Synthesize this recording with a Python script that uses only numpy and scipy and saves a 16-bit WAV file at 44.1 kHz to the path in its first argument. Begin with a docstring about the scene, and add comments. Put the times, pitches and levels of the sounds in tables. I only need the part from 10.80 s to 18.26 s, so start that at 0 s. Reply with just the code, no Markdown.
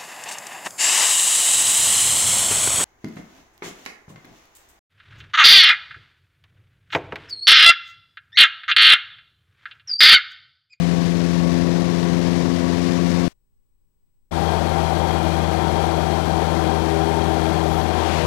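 """Inside the cabin of a four-cylinder propeller plane in cruise: two shots, a second of dead air between.
First the deep drone at the side window, then the harsher roar behind the windscreen, where engine
clatter rings the panels. Slipstream hisses through both. Exhaust pulses and propeller blades make the
drone; its low tones form standing waves, so their balance shifts as the engine slows or the camera moves.
Only the left channel is live."""
import sys
import numpy as np
from scipy.fft import rfft, irfft, next_fast_len
from scipy.io import wavfile
from scipy.ndimage import uniform_filter1d, minimum_filter1d, map_coordinates

SR = 44100
rng = np.random.default_rng(int(sys.argv[2]) if len(sys.argv) > 2 else 0)


def log_audio(samples):
    """Write samples as a 16-bit WAV file to the path given in sys.argv[1]."""
    # one column per channel
    frames = np.atleast_2d(samples).T
    # limit to full scale, then quantise
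    limited = np.clip(frames, -1, 1)
    pcm = np.round(limited * 32767).astype(np.int16)
    wavfile.write(sys.argv[1], SR, pcm)


N = 328986
T = np.arange(N) / SR


def amp(db):
    """Decibels to gain."""
    return 10 ** (np.asarray(db) / 20)


def along(points, hz):
    """Read (Hz, value) breakpoints on a log frequency axis."""
    f, v = np.transpose(points)
    return np.interp(np.log(hz + 1), np.log(f + 1), v)


def automation(points):
    """(time, value) breakpoints as one value per sample."""
    return np.interp(T, *np.transpose(points))


def wobble(rate):
    """A smooth random curve, rate knots a second."""
    return map_coordinates(rng.standard_normal(int(N * rate / SR) + 4), [T * rate])


def swell(peak_s, rise_s, fall_s):
    """A smooth bump from 0 up to 1 and back."""
    return np.exp(-((T - peak_s) / np.where(T < peak_s, rise_s, fall_s)) ** 2)


def shot(start_s, end_s, fade_s):
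    """A shot's envelope: quick fade in, hard cut out."""
    return (1 - np.exp(-np.maximum(T - start_s, 0) / fade_s)) * np.clip((end_s - T) / 0.0014, 0, 1)


def white():
    """Noise of unit power per Hz."""
    return rng.standard_normal(N) * np.sqrt(SR / 2)


def filtered(x, response):
    """x through a frequency response."""
    size = next_fast_len(N + SR // 2)
    return irfft(rfft(x, size) * response(np.fft.rfftfreq(size, 1 / SR)), size)[..., :N]


def coloured(x, spectrum):
    """x through a smooth (Hz, dB) EQ curve."""
    return filtered(x, lambda hz: amp(along(spectrum, hz)))


def narrow_bands(x, bands):
    """x through a bank of steep-sided band-pass peaks."""
    peak = lambda f, hz, width: (2j * f * width / (hz * hz - f * f + 2j * f * width)) ** 2
    return filtered(x, lambda f: sum(amp(db) * peak(f, hz, width) for hz, width, db in bands))


def tone(cycles, order, level_db, waver_db, drift):
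    """One partial at a multiple of a running cycle count, unsteady in level and phase (drift, radians)."""
    phase = 2 * np.pi * (order * cycles + rng.random()) + drift * wobble(7)
    return np.sqrt(2) * amp(level_db + waver_db * wobble(6.6)) * np.sin(phase)


def dead_air():
    """The electronics: low rumble, mains buzz, two thin whistles, and a brief hiss after the first cut."""
    mains_hz, line_scan_hz = 60, 15734
    rumble = coloured(white(), [(10, -81), (38, -88.5), (90, -101), (300, -116), (1200, -130),
                                (15000, -135)])
    buzz_db = [(120, -88.5), (180, -90.5), (420, -96.5), (700, -112), (1000, -104), (1300, -108)]
    buzz = sum(tone(mains_hz * T, k, along(buzz_db, mains_hz * k), waver_db=1.5, drift=.1)
               for k in range(2, 20))
    whistles = amp(-88) * np.sin(2 * np.pi * 8000 * T) + amp(-82) * np.sin(2 * np.pi * line_scan_hz * T)
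    hiss = coloured(white(), [(100, -89), (2000, -92.5), (6000, -96), (15000, -112)])
    hiss_db = automation([(2.47, -61.5), (2.483, 0), (2.525, -5), (2.55, -58)])
    return rumble + buzz + whistles + hiss * amp(hiss_db)


def throb(firings, cycle, shaft, blade):
    """A gain that pulses once an engine cycle, once a shaft turn and once a blade pass, at these depths."""
    pulse = lambda order: np.cos(2 * np.pi * (order * firings + rng.random()))
    return 1 + cycle * pulse(1 / 4) + shaft * pulse(1 / 2) + blade * pulse(1)


def window_slipstream(firings):
    """Propeller wash pulses in the window seal; the hiss creeps up."""
    # air at the seal: (frequency [Hz], level [dB])
    spectrum = [(500, -100), (1200, -75), (1850, -70.5), (2800, -75.5), (4300, -76), (6000, -79),
                (7500, -85.5), (12000, -95.5), (14000, -103), (15700, -113)]
    rise_db_per_s = 0.72
    level_db = -0.76 + rise_db_per_s * T + 0.52 * wobble(18) + 0.26 * wobble(4)
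    hiss = amp(level_db) * coloured(white(), spectrum)
    return hiss * throb(firings, cycle=0.079, shaft=0.059, blade=0.095)


def screen_slipstream(firings):
    """Air hisses over the windscreen with a light throb."""
    # air on the windscreen: (frequency [Hz], level [dB])
    spectrum = [(500, -98.5), (1100, -68), (1400, -67), (1900, -71.5), (2800, -76.5), (4400, -77),
                (4900, -80), (8500, -87), (11000, -89.5), (12800, -92.5), (14000, -101), (15500, -108)]
    hiss = amp(0.36 + 0.56 * wobble(22)) * coloured(white(), spectrum)
    return hiss * throb(firings, cycle=0.066, shaft=0.022, blade=0.043)


def slipstream_rush():
    """A faint high sizzle, then the slipstream swells as the camera swings."""
    # the rush of air: (frequency [Hz], level [dB])
    rush_spectrum = [(600, -81), (980, -61.5), (1300, -69), (1700, -67), (3300, -70.5), (6000, -79),
                     (12000, -94), (15000, -110)]
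    # the sizzle: (frequency [Hz], level [dB])
    sizzle_spectrum = [(7000, -120), (10500, -91), (13000, -88), (15000, -115)]
    rush = swell(peak_s=7.38, rise_s=0.23, fall_s=0.12) * coloured(white(), rush_spectrum)
    sizzle = swell(peak_s=6.95, rise_s=0.09, fall_s=0.09) * coloured(white(), sizzle_spectrum)
    return rush + sizzle


def clatter(firings, locked):
    """Engine vibration: the locked share of its power repeats every four firings, the rest is turbulence."""
    period = int(np.round(4 * N / firings[-1]))
    random_phases = np.exp(2j * np.pi * rng.random(period // 2 + 1))
    cycle = irfft(random_phases, period) * np.sqrt(period * SR / 2)
    loop = map_coordinates(cycle, [firings / 4 % 1 * period], mode="grid-wrap")
    return np.sqrt(locked) * loop + np.sqrt(1 - locked) * white()


def window_roar(firings, settled):
    """Dark clatter and a thin engine whine near 13 times the firing rate, a faint cabin ring below it."""
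    # body of the roar: (frequency [Hz], level [dB])
    spectrum = [(15, -75), (50, -68.5), (95, -57), (200, -55), (350, -57.5), (520, -59.5), (700, -62.5),
                (820, -69), (950, -63), (1300, -76.5), (2500, -100), (6000, -140)]
    # the engine whine, then the cabin ring: (frequency [Hz], width [Hz], peak level [dB])
    whine_and_ring = [(1120, 7.3, -59.5), (1018, 40, -76)]
    shake = clatter(firings, locked=0.1) * throb(firings, cycle=0.08, shaft=0.045, blade=0.066)
    level_db = -0.77 - 2.5 * (1 - settled) + 0.56 * wobble(9)
    return amp(level_db) * (coloured(shake, spectrum) + narrow_bands(white(), whine_and_ring))


def screen_roar(firings, slowed, turned):
    """Clatter roars and rings the windscreen and panel: a little less ring when slowed, far less turned."""
    # body of the roar: (frequency [Hz], level [dB])
    spectrum = [(15, -80.5), (35, -66.5), (55, -60.5), (140, -58.5), (185, -55), (245, -56.5), (285, -61),
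                (335, -51.5), (460, -57.5), (700, -55.5), (860, -66.5), (1020, -59.5), (1150, -71),
                (2200, -103), (6000, -140)]
    # ringing panels and air spaces: (frequency [Hz], width [Hz], peak level [dB])
    modes = [(757, 29.2, -50), (792, 17.8, -49), (911, 20.6, -51.5), (1190, 15, -62), (1344, 38, -66),
             (1588, 11, -62.5), (2126, 47, -73), (2409, 42, -69), (3260, 172, -69.5), (3743, 109, -77),
             (4270, 160, -76.5), (5870, 220, -83), (7970, 150, -87.5)]
    shake = clatter(firings, locked=0.12) * throb(firings, cycle=0.16, shaft=0.056, blade=0.14)
    panel_shake = clatter(firings, locked=0.1) * throb(firings, cycle=0.21, shaft=0.055, blade=0.12)
    ring = amp(-0.85 * slowed - 8 * turned) * narrow_bands(panel_shake, modes)
    return amp(0.18 + 0.66 * wobble(9)) * (coloured(shake, spectrum) + ring)


def engine_overtones(firings, orders, waver_db, drift):
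    """Looser engine tones; the quarter orders come from unequal cylinders."""
    return sum(tone(firings, order, db, waver_db, drift) for order, db in orders)


def drone(firings, harmonics, shift):
    """Exhaust pulses and propeller blades: clean low harmonics that rebalance as shift goes from 0 to 1."""
    # one harmonic briefly swells or dips: (time [s], harmonic number, change [dB], half-length [s])
    fades = [(1.167, 3, -4.5, .2), (1.25, 1, -3, .45), (1.85, 2, -3.5, .3), (4.031, 4, -9.5, .25),
             (6.2, 5, 6, .3), (7.208, 2, -12.5, 0.12), (7.45, 4, -6.5, 0.11)]
    out = np.zeros(N)
    for k, (from_db, to_db) in enumerate(harmonics, 1):
        fade_db = sum(change * swell(s, half, half) for s, number, change, half in fades if number == k)
        level_db = from_db + (to_db - from_db) * shift + 0.25 * wobble(3.4) + fade_db
        out += tone(firings, k, level_db, waver_db=0.33, drift=0.067)
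    return out


def side_window():
    """Beside the door the drone dominates, over roar and slipstream."""
    # engine speed: (time [s], firing rate [Hz])
    speed = [(0, 85.8), (1.4, 86.26), (1.8, 86.4), (2.48, 87)]
    # drone harmonics from the first up: (opening level [dB], settled level [dB])
    harmonics = [(-38.5, -37.5), (-22, -23.5), (-33, -27.5), (-37, -31.5)]
    # weaker engine tones: (order [x firing rate], level [dB])
    orders = [(5 / 4, -47.5), (7 / 4, -44.5), (9 / 4, -40.5), (13 / 4, -44), (19 / 4, -45), (5, -47),
              (6, -41.5), (29 / 4, -50.5), (31 / 4, -50), (8, -44.5), (9, -49), (13, -49)]
    firings = np.cumsum(automation(speed)) / SR
    settled = automation([(0.18, 0), (0.78, 1)])  # the camera comes to rest
    noise = window_roar(firings, settled) + window_slipstream(firings)
    tones = drone(firings, harmonics, settled)
    tones += engine_overtones(firings, orders, waver_db=1.2, drift=0.46)
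    return (tones + noise) * shot(start_s=-1, end_s=2.482, fade_s=0.01)


def windscreen():
    """Facing the cowling the engine is harsher; turning away trades its ring for other tones."""
    # engine speed: (time [s], firing rate [Hz])
    speed = [(3.53, 81.94), (4.8, 82.08), (6.1, 80.83), (7.45, 80.93)]
    # drone harmonics against the cabin's resonances: (level at top speed [dB], at lowest speed [dB])
    harmonics = [(-29, -30), (-30, -31), (-41.5, -37.5), (-33.5, -31.5), (-50, -37.5)]
    # weaker engine tones facing forward: (order [x firing rate], level [dB])
    front_orders = [(11 / 2, -49.5), (6, -52.5), (8, -45.5), (9, -41.5), (37 / 4, -43.5), (19 / 2, -38),
                    (39 / 4, -42), (45 / 4, -48)]
    # engine tones that stand where the turn ends: (order [x firing rate], level [dB])
    turned_orders = [(6, -29.5), (15 / 2, -32), (23 / 2, -40)]
    firing_hz = automation(speed)
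    firings = np.cumsum(firing_hz) / SR
    slowed = (firing_hz.max() - firing_hz) / np.ptp(firing_hz)
    turned = automation([(7.27, 0), (7.42, 1)])  # the camera swings away
    tones = drone(firings, harmonics, slowed)
    tones += (1 - turned) * engine_overtones(firings, front_orders, waver_db=1.8, drift=0.7)
    tones += turned ** 4 * engine_overtones(firings, turned_orders, waver_db=1, drift=0.36)
    noise = screen_roar(firings, slowed, turned) + screen_slipstream(firings) + slipstream_rush()
    return (tones + noise) * shot(start_s=3.509, end_s=7.6, fade_s=0.016)


def limiter(x, ceiling, samples):
    """The gain ducks for a few milliseconds around every peak above the ceiling."""
    needed = np.minimum(1, ceiling / (np.abs(x).max(axis=0) + 1e-9))
    return x * uniform_filter1d(minimum_filter1d(needed, samples), samples)


def scene():
    """Both shots on the left channel; the right carries only faint electronic noise."""
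    cabin = side_window() + windscreen() + dead_air()
    idle = coloured(white(), [(20, -80), (60, -94), (200, -113), (1000, -126), (15000, -128)])
    return np.array([amp(6.0) * cabin, idle])


def record(dry):
    """The camera limits the peaks and keeps nothing above its band limit."""
    top_hz = 15780
    return filtered(limiter(dry, ceiling=0.48, samples=161), lambda hz: hz < top_hz)


dry = scene()
out = record(dry)
log_audio(out)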